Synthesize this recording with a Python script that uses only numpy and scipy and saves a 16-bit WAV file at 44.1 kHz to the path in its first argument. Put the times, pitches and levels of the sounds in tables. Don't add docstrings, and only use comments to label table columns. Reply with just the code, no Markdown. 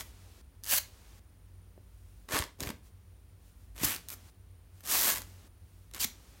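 import sys
import numpy as np
from scipy import signal
from scipy.fft import rfft, irfft, next_fast_len
from scipy.io import wavfile
from scipy.ndimage import uniform_filter1d, map_coordinates

SR = 44100
rng = np.random.default_rng(int(sys.argv[2]) if len(sys.argv) > 2 else 0)


def waveform_to_disk(signal):
    frames = np.transpose(np.atleast_2d(signal))
    scaled = np.clip(frames, -1, 1) * 32767
    samples = np.round(scaled).astype(np.int16)
    wavfile.write(sys.argv[1], SR, samples)


N = 282240
TIME = np.arange(N) / SR
CUTOFF_HZ = 16150
# start/s, build-up/s, hold/s, release/s, speed/(threads per s), crack/dB, cloth/dB,
# flutter/dB, top treble/dB, first strip pitch/Hz, last strip pitch/Hz, extra ring/dB
RIPS = [(0.630, 0.08, 0.073, 0.016, 4200, -31.5, -37.5, -59.5, 3, 1780, 1650, 0.5),
        (2.279, 0.052, 0.046, 0.1, 1500, -33, -35, -43.5, -28, 610, 540, 1.5),
        (2.583, 0.023, 0.091, 0.037, 820, -45.5, -48, -44.5, -9.5, 1010, 900, -3),
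        (3.745, .1, .065, 0.11, 4010, -34.5, -35, -50, 0.5, 2000, 1530, -2),
        (4.082, .03, .03, .012, 283, -51.5, -53.5, -58.5, 7.5, 1450, 1354, 0),
        (4.828, 0.085, .19, .15, 4800, -29, -35.5, -49, 0.5, 680, 585, -0.5),
        (5.926, .025, 0.04, 0.022, 750, -46, -45.5, -53.5, -7, 2303, 2204, -4),
        (5.982, .024, .043, 0.0059, 4300, -32, -39, -55, -2, 3270, 1987, 3.5)]


def from_db(db):
    return 10 ** (np.asarray(db) / 20)


def rms_one(x):
    return x / np.sqrt(np.mean(x ** 2) + 1e-20)


def at_hz(points, hz):
    known_hz, values = np.transpose(points)
    return np.interp(np.log(np.maximum(hz, 1)), np.log(known_hz), values)


def colour(x, spectrum):
    size = 2 * next_fast_len(N // 2 + SR // 10)
    hz = np.arange(size // 2 + 1) * SR / size
    gain = from_db(at_hz(spectrum, hz))
    gain = gain / np.sqrt(np.mean(gain ** 2 * (hz < CUTOFF_HZ)))
    cepstrum = irfft(np.log(gain))[:size // 2]
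    response = np.exp(2 * rfft(cepstrum, size) - cepstrum[0])
    return irfft(rfft(x, size) * response)[:N]


def drift(rate):
    return rms_one(np.interp(TIME * min(rate, SR / 2), np.arange(N), rng.standard_normal(N)))


def swell(s, half_s):
    return np.exp(-np.minimum(((TIME - s) / half_s) ** 2, 20))


def clicks(times, heights):
    return np.bincount(np.clip(np.round(np.asarray(times) * SR).astype(int), 0, N - 1), heights, N)


def ring(x, hz, fade_s):
    decay, angle = from_db(-60 / (fade_s * SR)), 2 * np.pi * hz / SR
    return signal.lfilter([0, np.sin(angle)], [1, -2 * decay * np.cos(angle), decay ** 2], x + 1e-18)


def background(tone_db=-57.0, hiss_db=-62.0):
    # f/Hz, relative level/dB
    rumble_colour = [(15, -8), (25, -30), (39, -7), (97, -5.5), (108, -14), (123, -21.5), (180, -18),
                     (206, -23), (373, -27.5), (575, -33), (641, -33.5), (7510, -47), (9840, -44.5),
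                     (10700, -47.5), (16000, -43)]
    hiss_colour = [(100, 16), (600, 7), (2000, 2.5), (6000, 1.5), (16000, -5.5)]
    # f/Hz, width/Hz, level/dB
    hums = [(52.2, 3.2, -60), (69.7, 5.3, -67.5), (91.9, 4, -60), (9610, 150, -80)]
    # start/s, end/s
    hiss_spans = [(0, .415), (.70, 1.195), (3.83, 4.302), (4.89, 5.48), (6.0, 6.41)]
    rumble = from_db(tone_db) * rms_one(colour(rng.standard_normal(N), rumble_colour))
    hum = 0
    for hz, width, db in hums:
        phase = 2 * np.pi * hz * TIME
        hum += from_db(db) * rms_one(drift(2 * width) * np.cos(phase) + drift(2 * width) * np.sin(phase))
    hiss_on = sum((TIME >= start) * (TIME < end) for start, end in hiss_spans)
    return rumble + hum + from_db(hiss_db) * hiss_on * colour(rng.standard_normal(N), hiss_colour)


def room(x, first_echo_s=0.0044):
    # f/Hz, time to fade by 60 dB/s
    fade_times = [(150, 0.33), (1000, 0.23), (4000, 0.28), (14000, 0.2)]
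    t = TIME[:SR // 2]
    edges = np.geomspace(60, 20000, 7)
    tail = 0
    for low, high in zip(edges, edges[1:]):
        band_filter = signal.butter(2, [low, high], "band", fs=SR, output="sos")
        band = signal.sosfilt(band_filter, rng.standard_normal(len(t)))
        tail += band * from_db(-60 * t / at_hz(fade_times, np.sqrt(low * high)))
    tail *= t > first_echo_s
    return signal.fftconvolve(x, tail / np.sqrt(np.sum(tail ** 2)))[:N]


def rustle(grain_db=0.0):
    # t/s, half length/s, level/dB
    swells = [(0, 0.021, -41), (0.047, 0.061, -58.5), (1.943, 0.22, -78), (2.2, 0.2, -72.5),
              (2.865, 0.034, -64.5), (3.473, 0.059, -68), (3.63, .07, -70.5), (4.272, 0.043, -67),
              (4.79, .06, -66), (5.278, .1, -63), (5.78, 0.15, -70.5)]
    # f/Hz, relative level/dB
    noise_colour = [(100, 2), (400, 0.5), (1200, -0.48), (3000, -1.2), (7000, -0.5), (16000, -1.9)]
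    level = sum(from_db(db) * swell(s, half_s) for s, half_s, db in swells)
    noise = rng.standard_normal(N) * from_db(grain_db * drift(200))
    return level * rms_one(colour(noise, noise_colour))


def knocks():
    # t/s, strength/dB
    touches = [(1.778, -53)]
    # f/Hz, relative level/dB, time to fade by 60 dB/s
    board = [(385, 3.5, 0.028), (567, 6.5, 0.018), (720, -25, 0.016), (1690, -14, .015)]
    s, db = np.transpose(touches)
    push = clicks(s, from_db(db))
    return sum(ring(push, hz, fade_s) * from_db(tone_db) for hz, tone_db, fade_s in board)


def flaps():
    # t/s, level/dB, f/Hz
    jerks = [(2.336, -26.5, 109), (2.398, -22, 82.5), (2.622, -28, 90), (2.669, -26.5, 104),
             (2.699, -33.5, 210), (3.814, -31, 160), (3.834, -23, 294), (3.847, -26, 113.5),
             (6.050, -34.5, 234.8)]
    return sum(ring(clicks([s], [from_db(db)]), hz, fade_s=0.036) for s, db, hz in jerks)


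def strip_resonances(x, fade_s=0.0048):
    # multiple of its pitch, width/Hz, boost/dB
    resonances = [(1.0, 160, 5.5), (1.68, 320, 4), (2.65, 484, 3)]
    out = x.copy()
    for start, build_s, hold_s, release_s, *_, first_hz, last_hz, ring_db in RIPS:
        end = start + build_s + hold_s + release_s
        span = slice(int(start * SR), int(end * SR))
        t = TIME[span]
        cycles = np.cumsum(np.interp(t, [start, end], [first_hz, last_hz])) / SR
        taut = np.clip(np.minimum(t - start, end - t) / fade_s, 0, 1)
        for multiple, width_hz, boost_db in resonances:
            turn = np.exp(2j * np.pi * multiple * cycles)
            decay = np.exp(-np.pi * width_hz / SR)
            band = 2 * np.real(turn * signal.lfilter([1 - decay], [1, -decay], x[span] / turn))
            out[span] += (from_db(boost_db + ring_db) - 1) * taut * band
    return out


def edge_echo(x, delay_ms, strength=0.11):
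    late = map_coordinates(x, [np.arange(N) - delay_ms * SR / 1000], order=3)
    return (x - strength * late) / np.sqrt(1 + strength ** 2)


def brightness(x, treble_db, corner_hz=8500):
    lower = signal.sosfilt(signal.butter(1, corner_hz, fs=SR, output="sos"), x)
    return lower + from_db(treble_db) * (x - lower)


def fray(snaps, fibre_share, fray_s):
    decay = np.exp(-1 / (fray_s * SR))
    spray_power = signal.lfilter([1 - decay], [1, -decay], snaps ** 2 + 1e-18)
    spray = np.sqrt(spray_power) * rng.standard_normal(N)
    return np.sqrt(1 - fibre_share) * snaps + np.sqrt(fibre_share) * spray


def strong_threads():
    # t/s, crack/dB, cloth/dB
    snaps = [(0.008, -38, -35.5), (0.637, -39, -58), (0.6432, -39, -51), (2.2888, -42, -42),
             (2.324, -35, -35), (2.3897, -24, -43), (2.4233, -39, -32), (2.439, -33.5, -42.5),
             (2.6054, -32, -36.5), (2.629, -34.5, -54), (2.6343, -31, -33), (2.6725, -42, -32.5),
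             (2.6907, -36, -36), (2.704, -37.5, -33.5), (3.9471, -33, -59.5), (3.963, -35, -50),
             (4.0865, -39.5, -52), (4.093, -43.5, -52), (4.1022, -39, -45), (4.127, -52, -47),
             (4.8067, -51.5, -54), (5.159, -31.5, -37), (5.172, -33.5, -33), (5.1825, -34.5, -42.5),
             (5.219, -39, -44), (5.9126, -52.5, -57), (5.937, -37.5, -49), (5.947, -35, -45)]
    s, crack_db, cloth_db = np.transpose(snaps)
    size = np.sqrt(0.0024 * SR)
    ticks = fray(clicks(s, size * from_db(crack_db)), fibre_share=.58, fray_s=.0007)
    kicks = fray(clicks(s, size * from_db(cloth_db)), fibre_share=.7, fray_s=.0014)
    return ticks, kicks


def yanks():
    # t/s, half length/s, crack lift/dB, cloth lift/dB
    tugs = [(0.733, 0.018, 3.5, 8.5), (.784, 0.0054, 3, 5.5), (2.36, 0.013, 2, 5.5),
            (3.835, .007, 7.5, 4.5), (3.849, .006, 11, 3), (4.95, 0.009, 2, 6.5), (5.083, .028, 1, 5),
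            (6.045, .005, 4.5, 5)]
    return sum(np.outer(lifts_db, swell(s, half_s)) for s, half_s, *lifts_db in tugs)


def hand_pull(slowest_per_s=190, slowing_octaves_per_s=8, rise_db=23, fall_db=35, dull_db=7.5):
    rips = np.array(RIPS)
    current = np.maximum(np.searchsorted(rips[:, 0], TIME, "right") - 1, 0)
    start, build_s, hold_s, release_s, top_per_s = rips[current, :5].T
    crack_db, cloth_db, flutter_db, treble_db = rips[current, 5:9].T
    age = TIME - start
    held = np.maximum(age - build_s, 0)
    build_left = np.clip(1 - age / build_s, 0, 1)
    letting_go = np.clip((held - hold_s) / release_s, 0, 1)
    slack = build_left + letting_go
    fastest = top_per_s * 2 ** (-slowing_octaves_per_s * np.minimum(held, hold_s))
    per_s = fastest ** (1 - slack) * slowest_per_s ** slack
    grip = np.minimum((1 - build_left) / 0.16, 1) * (letting_go < 1)
    pull_db = 20 * np.log10(grip + 1e-9) - rise_db * build_left - fall_db * letting_go ** 1.31
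    torn = np.clip(age / (build_s + hold_s + release_s), 0, 1)
    echo_ms = 0.056 + 0.385 * torn ** 2
    return (per_s, echo_ms, crack_db + pull_db, cloth_db + pull_db,
            flutter_db + 0.49 * pull_db, treble_db - dull_db * slack)


def thread_run(per_s, jitter=.35, spread_db=2.6, slip_db=4.5, threads_per_slip=5.5):
    crossed = np.cumsum(per_s * np.exp(jitter * (drift(3000) - jitter / 2))) / SR
    breaks = np.diff(np.floor(crossed), prepend=0) > 0
    slip = np.cos(2 * np.pi * crossed / threads_per_slip + 1.69 * drift(160))
    run = breaks * from_db(spread_db * np.clip(rng.standard_normal(N), -2, 2) + slip_db * slip)
    power = np.maximum(uniform_filter1d(run ** 2, size=600), 0)
    return run / np.sqrt(power + 1e-5)


def tearing():
    # f/Hz, relative level/dB
    crack_colour = [(1500, -23), (3000, -0.5), (4200, 0), (6500, 1.5), (10000, 0), (12500, 4), (16000, -1)]
    cloth_colour = [(300, -16.5), (560, -4.5), (720, -4.5), (1100, 0.5), (1350, -2), (1650, 0), (2400, 0),
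                    (3300, -0.5), (5000, -8), (9000, -28.5)]
    flutter_colour = [(60, -41), (130, -9.5), (280, 2), (450, -3), (720, -7), (1500, -34.5)]
    per_s, echo_ms, crack_db, cloth_db, flutter_db, treble_db = hand_pull()
    crack_lift_db, cloth_lift_db = yanks()
    per_s = per_s * from_db(.5 * crack_lift_db)
    run = thread_run(np.maximum(per_s, 50))
    cracks = fray(run * from_db(crack_db + crack_lift_db), fibre_share=.38, fray_s=.0005)
    shakes = fray(run * from_db(cloth_db + cloth_lift_db), fibre_share=.45, fray_s=.001)
    ticks, kicks = strong_threads()
    flutter = fray(run * from_db(flutter_db + cloth_lift_db), fibre_share=.96, fray_s=.00064)
    crack = edge_echo(colour(cracks + ticks, crack_colour), echo_ms)
    cloth = colour(shakes + kicks, cloth_colour) + colour(flutter, flutter_colour)
    return brightness(crack, treble_db), cloth


def scene(crack_room_db=-12.0, body_room_db=-10.0, cloth_db=-3.0):
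    crack, cloth = tearing()
    crack = strip_resonances(crack)
    body = from_db(cloth_db) * strip_resonances(cloth) + flaps() + knocks()
    echoes = room(from_db(crack_room_db) * crack + from_db(body_room_db) * body)
    return (crack + body + echoes + rustle() + background())[None]


def record(dry):
    thin = signal.sosfilt(signal.butter(4, 37, "high", fs=SR, output="sos"), dry)
    return signal.sosfilt(signal.ellip(12, .1, 80, CUTOFF_HZ, fs=SR, output="sos"), thin)


dry = scene()
out = record(dry)
waveform_to_disk(out)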